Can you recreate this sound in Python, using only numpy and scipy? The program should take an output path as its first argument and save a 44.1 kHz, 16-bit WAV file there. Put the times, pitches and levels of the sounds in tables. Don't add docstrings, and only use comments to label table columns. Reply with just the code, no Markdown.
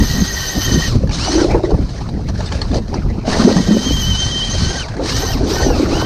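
import sys
import numpy as np
from scipy import signal
from scipy.fft import rfft, irfft, next_fast_len
from scipy.io import wavfile
from scipy.ndimage import uniform_filter1d, map_coordinates

SR = 44100
rng = np.random.default_rng(int(sys.argv[2]) if len(sys.argv) > 2 else 0)


def wrap_up_sound(samples):
    columns = np.atleast_2d(samples).T
    tamed = np.clip(columns, -1, 1)
    steps = np.round(tamed * 32767).astype(np.int16)
    wavfile.write(sys.argv[1], SR, steps)


N = 267157
STEP = 32

# (frequency [Hz], spectral level [dB])
HISS_SPECTRUM = [(1180, 0.5), (2000, -4), (2730, -5), (3080, 1.5), (3400, -2.5), (4170, 6.5), (5600, 3),
                 (6250, 1), (7400, -11.5), (8540, -10.5), (13200, -38.5), (14000, -49), (15000, -92)]
# (frequency [Hz], spectral level [dB])
GRIND_SPECTRUM = [(300, 0.5), (700, 2.5), (1200, -6), (2000, -12), (2700, -15.5), (3600, -48)]


def amp(db):
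    return 10 ** (np.asarray(db) / 20)


def unit(x):
    return x / np.sqrt(np.mean(x ** 2) + 1e-20)


def curves(rows):
    times, *columns = np.transpose(rows)
    return [np.interp(np.arange(N) / SR, times, column) for column in columns]


def per_sample(control):
    return np.interp(np.arange(N), np.arange(len(control)) * STEP, control)


def swells(rows):
    t = np.arange(0, N, STEP) / SR
    spans = np.array([(t - middle) / length for middle, length, *_ in rows])
    return (.83 * np.cos(np.pi * np.clip(spans, -.5, .5))) ** 2


def wobble(rate):
    knots = rng.standard_normal(int(N * rate / SR) + 4)
    return unit(map_coordinates(knots, [np.arange(N) * rate / SR]))


def filtered(x, response):
    size = next_fast_len(N + 8192)
    return irfft(rfft(x, size) * response(np.fft.rfftfreq(size, 1 / SR)), size)[..., :N]


def noise(spectrum, patchy_db):
    cells = signal.stft(rng.standard_normal(N), nperseg=512)[2]
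    patches = uniform_filter1d(rng.standard_normal(cells.shape), size=5, axis=0)
    patches = uniform_filter1d(patches, size=6, axis=1)
    patchy = signal.istft(cells * amp(patchy_db * unit(patches)), nperseg=512)[1][:N]
    knots_hz, db = np.transpose(spectrum)
    return unit(filtered(patchy, lambda hz: amp(np.interp(np.log(hz + 1), np.log(knots_hz + 1), db))))


def fuzzy_tone(phase, width_hz, steady):
    return unit((steady + wobble(width_hz)) * np.cos(phase) + wobble(width_hz) * np.sin(phase))


def wind():
    # (time [s], level [dB])
    gusts = [(0, -18), (.28, -24), (.5, -23.5), (.8, -17.5), (1.2, -21.5), (1.42, -23), (1.7, -21.5),
             (1.95, -23), (2.3, -19), (2.8, -19.5), (3.2, -21.5), (3.7, -24), (4.03, -18), (4.4, -23.5),
             (4.6, -18), (4.82, -27), (5.05, -18), (5.35, -19), (5.6, -17), (6.06, -20.5)]
    # (middle [s], length [s], level [dB])
    eddies = [(0.016, 0.13, -11), (0.104, 0.034, -11), (0.144, 0.023, -9), (0.211, 0.09, -10),
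              (.575, 0.048, -11.5), (0.736, 0.17, -18), (0.938, 0.15, -13), (1.072, 0.16, -14),
              (1.178, 0.06, -17), (1.53, 0.16, -18), (1.745, 0.052, -10), (1.828, .1, -19),
              (2.276, 0.12, -20), (2.74, 0.084, -26), (3.084, 0.11, -18), (3.93, 0.17, -17),
              (4.095, .12, -19.5), (4.261, 0.066, -16), (4.62, 0.076, -21), (4.933, 0.094, -18),
              (5.173, 0.075, -20), (5.41, 0.15, -14), (5.71, 0.11, -16), (5.95, 0.051, -17)]
    # (frequency [Hz], spectral level [dB])
    rumble = [(15, -26), (30, 0.5), (60, 0), (110, -3), (200, -10.5), (500, -32.5), (1200, -68.5)]
    buffets = per_sample((swells(eddies) * amp(np.transpose(eddies)[2, :, None])).sum(0))
    flutter = amp(1.36 * wobble(7.1) + 1.4 * wobble(30))
    return (amp(curves(gusts)[0]) + buffets) * unit(flutter * noise(rumble, patchy_db=.5))


def crunches_and_clicks():
    # (time [s], level [dB], thud offset [dB], t60 [s])
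    hits = [(.958, -25, -7, 0.046), (1.012, -27, -8, 0.036), (1.073, -14, -13, 0.045),
            (1.092, -10, -12, 0.046), (1.11, -14, -13, 0.076), (1.513, -11, 12.5, 0.034),
            (1.6327, -21.5, 8.5, 0.16), (1.7055, -18.5, -3, 0.089), (1.7174, -38, 13, 0.028),
            (1.8906, -19, -11, 0.048), (2.0882, -18, -16, 0.082), (2.286, -14, -2, 0.067),
            (2.405, -7.5, 12, 0.028), (2.457, -15, -4, 0.15), (2.5216, -7.5, -7, 0.037),
            (2.616, -3, -3, 0.035), (2.713, -12, -19, 0.055), (2.7427, -11, -15, 0.054),
            (2.7644, -38, 0, 0.032), (2.879, -21, 2, 0.044), (2.9407, -13, -11, 0.052),
            (2.9824, -42, 0, 0.066), (3.099, -19, -9, 0.032), (3.272, -18, 10.5, 0.051),
            (3.5654, -2, -17, 0.032), (4.884, -11, -8, 0.049), (4.9177, -27, 7, 0.035),
            (4.966, -17, 3, 0.094), (5.037, -11, -5, .03), (5.5994, -21, 3, 0.034), (5.7364, -27, 2, 0.055)]
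    # (frequency [Hz], level [dB], t60 [s])
    steel_modes = [(853, 6.5, 0.034), (1166, -4, 0.045), (1710, 3, 0.029), (2300, -14, .025),
                   (3730, -3, 0.01), (4500, 7, 0.013), (5600, -21, .015), (7000, -11, 0.024)]
    t = np.arange(SR // 4) / SR
    crackle_gain, thud_gain, steel = np.zeros((3, N + SR))
    for start, db, thud_db, t60 in hits:
        at = slice(round(start * SR), round(start * SR) + len(t))
        envelope = amp(db - 60 * t / t60) * (1 - np.exp(-t / .0012))
        crackle_gain[at] += envelope
        thud_gain[at] += envelope * amp(thud_db)
        ring = sum(amp(db + level + rng.normal(0, 3.4) - 60 * t / ring_t60) * np.sin(2 * np.pi * hz * t)
                   for hz, level, ring_t60 in steel_modes)
        steel[at] += (1 - np.exp(-t / .0018)) * ring
    crackle = crackle_gain[:N] * noise(HISS_SPECTRUM, patchy_db=7.5)
    crackle = filtered(crackle, lambda hz: 1 / (1 + (hz / 9500) ** 6))
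    thud = thud_gain[:N] * noise(GRIND_SPECTRUM, patchy_db=-9.5)
    return amp(-12.5) * crackle + amp(-9) * thud + amp(-16.5) * steel[:N]


def heave():
    # (middle [s], length [s], level [dB], hole note [Hz])
    surges = [(0, 0.14, -9.5, 199), (0.184, 0.18, -12.5, 200), (0.572, 0.095, -16.5, 236),
              (0.742, 0.25, -15, 235), (0.96, 0.36, -22.5, 217), (1.091, 0.32, -25, 193),
              (1.392, 0.44, -14, 329), (1.576, 0.17, -13, 366), (1.705, 0.19, -14.5, 355),
              (1.812, 0.13, -18.5, 221), (2.19, 0.5, -22, 196), (2.605, 0.28, -28, 217),
              (2.764, 0.18, -21.5, 228), (2.955, 0.15, -19, 285), (3.132, 0.31, -18.5, 222),
              (3.473, 0.35, -11.5, 245), (3.595, 0.14, -12, 195), (3.73, 0.24, -12, 218.5),
              (3.907, 0.33, -21, 240), (4.38, 0.57, -26, 214), (5.011, 0.15, -20, 325),
              (5.183, 0.66, -22, 300), (5.44, 0.15, -15, 248), (5.552, 0.27, -14, 378),
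              (5.696, 0.21, -10, 324), (5.828, 0.27, -9.5, 279), (5.987, 0.31, -12, 346)]
    rest_gain, rest_hz = amp(-42.5), 179.8
    _, _, db, hz = np.transpose(surges)[:, :, None]
    gains = swells(surges) * amp(db)
    strength = gains.sum(0) + rest_gain
    hole_hz = ((gains * hz).sum(0) + rest_gain * rest_hz) / strength
    return per_sample(strength), per_sample(hole_hz)


def slush(count=3000):
    strength, hole_hz = heave()
    starts, age = (rng.random(count) * N).astype(int), np.arange(SR // 30)
    pitch, size = rng.exponential(size=(2, count))
    lump_hz = hole_hz[starts] * np.exp(np.minimum(.4 * pitch, 1.1) - .15)
    cycles = lump_hz[:, None] * age / SR
    envelope = np.exp(-cycles / 2.12) * (1 - np.exp(-cycles / 1.07)) * np.cos(np.pi / 2 * age / len(age))
    lumps = amp(2.3 * size - .7 * pitch)[:, None] * envelope * np.sin(2 * np.pi * cycles)
    churn = np.bincount((starts[:, None] + age).ravel(), lumps.ravel(), N + SR)[:N]
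    return strength * unit(amp(2 * wobble(22)) * churn)


def glugs(t60_s=.057):
    # (time [s], level [dB], starting pitch [Hz])
    pockets = [(.133, -7, 144), (0.217, 3, 178), (0.561, -17, 280), (.716, -2, 241), (0.771, 7, 151),
               (0.95, 0.5, 230), (1.333, -5, 342), (1.379, 4, 330), (1.414, 6.5, 311), (1.444, 5.5, 335),
               (1.525, -5, 201), (1.544, 1, 440), (1.636, 5, 349), (1.715, 0, 427), (1.818, -1, 220),
               (2.129, -10, 152), (2.983, -3.5, 181), (3.177, 0.5, 184), (3.275, 1, 232), (3.395, 6.5, 226),
               (3.561, 9.5, 173.5), (3.685, 8.5, 190), (3.746, 7, 201), (3.863, 0, 243), (3.904, 2, 277.4),
               (4.995, -3.5, 501), (5.231, -3.5, 427), (5.351, -2.5, 254), (5.407, -3.5, 368),
               (5.666, 3.5, 290), (5.701, 2, 468), (5.794, 5, 294), (5.86, -9, 316), (5.924, 0, 274)]
    # (pitch ratio, level [dB])
    hole_modes = [(0.999, -1), (1.7, -6), (2.4, -12.5), (3.2, -14)]
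    out, t = np.zeros(N + SR), np.arange(SR // 4) / SR
    for start, db, hz in pockets:
        envelope = amp(db - 60 * t / t60_s) * (1 - np.exp(-t / .006))
        phase = 2 * np.pi * hz * t * (1 + 1.44 * t)
        ring = sum(amp(level - 60 * t * (ratio - 1) / .059) * np.sin(ratio * phase)
                   for ratio, level in hole_modes)
        out[round(start * SR):][:len(t)] += envelope * ring
    return out[:N]


def trigger():
    # (start [s], stop [s], coast-down [s], air hiss [dB], gear mesh [dB], octave [dB])
    pulls = [(-.3, 0.881, .16, -26, -32.5, -30), (1.145, 1.418, .16, -25, -46, -32.5),
             (3.257, 4.808, .14, -28, -39.5, -35.5), (5.03, 5.318, .14, -27, -34, -32),
             (5.442, 5.65, .6, -27, -32.5, -33), (5.865, 6.203, .2, -32.5, -40, -52)]
    spin_up_s, air_lead_s, air_rise_s, air_fall_s = .037, .0071, .066, .043
    t = np.arange(0, N, STEP) / SR
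    start, stop, coast, air_db, mesh_db, octave_db = np.transpose(pulls)[:, :, None]
    since = np.maximum(t - start, 0)
    speeds = (1 - np.exp(-since / spin_up_s)) * np.clip(1 - (t - stop) / coast, 0, 1)
    inrush_db = 2 * np.exp(-since / .12)
    air = np.clip((t - start + air_lead_s) / air_rise_s, 0, 1) * amp(air_db + inrush_db)
    air *= np.exp(-np.maximum(t - stop, 0) / air_fall_s)
    active = speeds.argmax(0)
    controls = speeds.max(0), air.sum(0), amp(mesh_db[active, 0]), amp(octave_db[active, 0])
    return [per_sample(control) for control in controls]


def air_and_scrape():
    # (middle [s], length [s], hiss [dB], grind [dB])
    scuffs = [(0.952, 0.059, -42, -41), (1.138, .08, -22, -48), (1.287, 0.14, -52, -22),
              (1.394, 0.18, -58, -17.5), (1.536, 0.13, -36.5, -16.5), (1.67, 0.2, -41, -40),
              (1.937, 0.47, -42, -42), (2.292, 0.059, -41, -30), (2.419, 0.21, -33, -28.5),
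              (2.548, 0.16, -32, -26.5), (2.625, .04, -33, -23), (2.676, 0.12, -38, -37.5),
              (2.763, 0.092, -26.5, -20.5), (2.956, 0.19, -41.5, -26), (3.107, 0.053, -69, -50),
              (3.281, 0.12, -49, -27), (3.387, 0.22, -30, -16), (3.502, .08, -52, -16),
              (3.577, 0.062, -57, -29), (3.731, 0.062, -38.5, -32), (4.594, 0.29, -32, -38),
              (4.805, 0.45, -61, -29), (4.93, 0.085, -52, -44), (5.093, 0.22, -29, -23.5),
              (5.293, 0.31, -58, -25.5), (5.395, 0.25, -39, -35), (5.597, 0.11, -60, -19),
              (5.72, 0.32, -40, -39), (5.809, 0.19, -28, -27), (5.954, 0.22, -34.5, -21.5)]
    rest_hiss_db, rest_grind_db = -46.5, -37.5
    _, _, hiss_db, grind_db = np.transpose(scuffs)[:, :, None]
    drags, cooling_air, slush_grind = swells(scuffs), trigger()[1], amp(-22.5) * heave()[0]
    hiss = per_sample((drags * amp(hiss_db)).sum(0)) + amp(rest_hiss_db) + cooling_air
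    grind = per_sample((drags * amp(grind_db)).sum(0)) + amp(rest_grind_db) + slush_grind
    chips = .5 * wobble(12) + .9 * wobble(65) + .74 * wobble(300)
    return (hiss * amp(1.28 * chips) * noise(HISS_SPECTRUM, patchy_db=1.5)
            + grind * amp(1.56 * chips) * noise(GRIND_SPECTRUM, patchy_db=5))


def drill_motor():
    # (time [s], whine [dB], half-order growl [dB], brush sizzle [dB])
    levels = [(0, -42, -47, -39), (.22, -46, -38, -39.5), (.42, -35, -34.5, -37.5), (.58, -43, -44, -37),
              (.65, -29.5, -43, -38.5), (.88, -33, -44, -42), (.94, -39, -26, -56), (1.16, -45, -38, -67),
              (1.22, -23, -38, -68), (1.3, -40, -41, -71), (1.45, -41, -32, -66), (3.3, -50, -32, -60),
              (3.6, -42, -44, -58), (4.02, -24, -43.5, -42.5), (4.1, -24, -38, -45), (4.2, -24.5, -46, -69),
              (4.45, -21.5, -45, -69), (4.6, -36.5, -37, -67), (4.78, -32.5, -30.5, -71),
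              (4.83, -25, -34, -65), (4.88, -42, -33, -70), (5.1, -27, -46, -46), (5.2, -44, -32, -42.5),
              (5.32, -31, -37, -39.5), (5.57, -40, -37, -40.5), (5.65, -32.5, -30.5, -47),
              (5.8, -42, -34, -46), (6.06, -33, -33, -51)]
    # (frequency [Hz], spectral level [dB])
    sizzle_spectrum = [(6650, -65), (11300, -2), (11500, -22), (11900, 1), (12500, 9.5), (12800, 5),
                       (14000, 0), (15000, -6)]
    full_speed_hz, casing_hz, bite_hz, mesh_ratio = 3105, 3150, 14, .605
    speed, _, mesh_gain, octave_gain = trigger()
    whine_db, growl_db, sizzle_db = curves(levels)
    running = amp(24 * (speed - 1)) * np.clip(3 * speed - 1, 0, 1)
    whine_hz = full_speed_hz * speed * (1 + .007 * wobble(20))
    bites = np.sin(2 * np.pi * np.cumsum(bite_hz + 2.5 * wobble(5)) / SR)
    shake = .017 * bites + .011 * wobble(55)
    phase = 2 * np.pi * np.cumsum(whine_hz * (1 + shake)) / SR
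    even_phase = 2 * np.pi * np.cumsum(uniform_filter1d(whine_hz, size=1500)) / SR
    whine = amp(whine_db + 2.7 * wobble(18)) * fuzzy_tone(phase, width_hz=71, steady=3.5)
    gears = running * mesh_gain * amp(3 * bites + wobble(10) + 3 * wobble(60))
    gears *= fuzzy_tone(mesh_ratio * (even_phase + phase) / 2, width_hz=150, steady=.7)
    octave = octave_gain * fuzzy_tone(2 * phase, width_hz=420, steady=.5)
    growl = fuzzy_tone(phase / 2, width_hz=70, steady=1.4)
    casing_db = -np.abs(whine_hz - casing_hz) / 200
    octave *= amp(.21 * (whine_db - whine_db.mean()) + 3.6 * wobble(35) + casing_db)
    growl *= amp(growl_db + 1.9 * wobble(25))
    shaft = amp(-5) * mesh_gain * np.cos(even_phase / 8)
    sizzle = amp(1.8 * wobble(40)) * noise(sizzle_spectrum, patchy_db=2.5)
    stereo_fizz = amp(-9) * noise(sizzle_spectrum, patchy_db=1) * [[1], [-1]]
    return running * (whine + gears + octave + growl + shaft + amp(sizzle_db) * (sizzle + stereo_fizz))


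def scene():
    return drill_motor() + air_and_scrape() + crunches_and_clicks() + slush() + glugs() + wind()


def record(dry):
    rounded = dry / (1 + np.abs(dry / 1.1) ** 4) ** (1 / 4)
    return filtered(rounded, lambda hz: hz < 15230)


dry = scene()
out = record(dry)
wrap_up_sound(out)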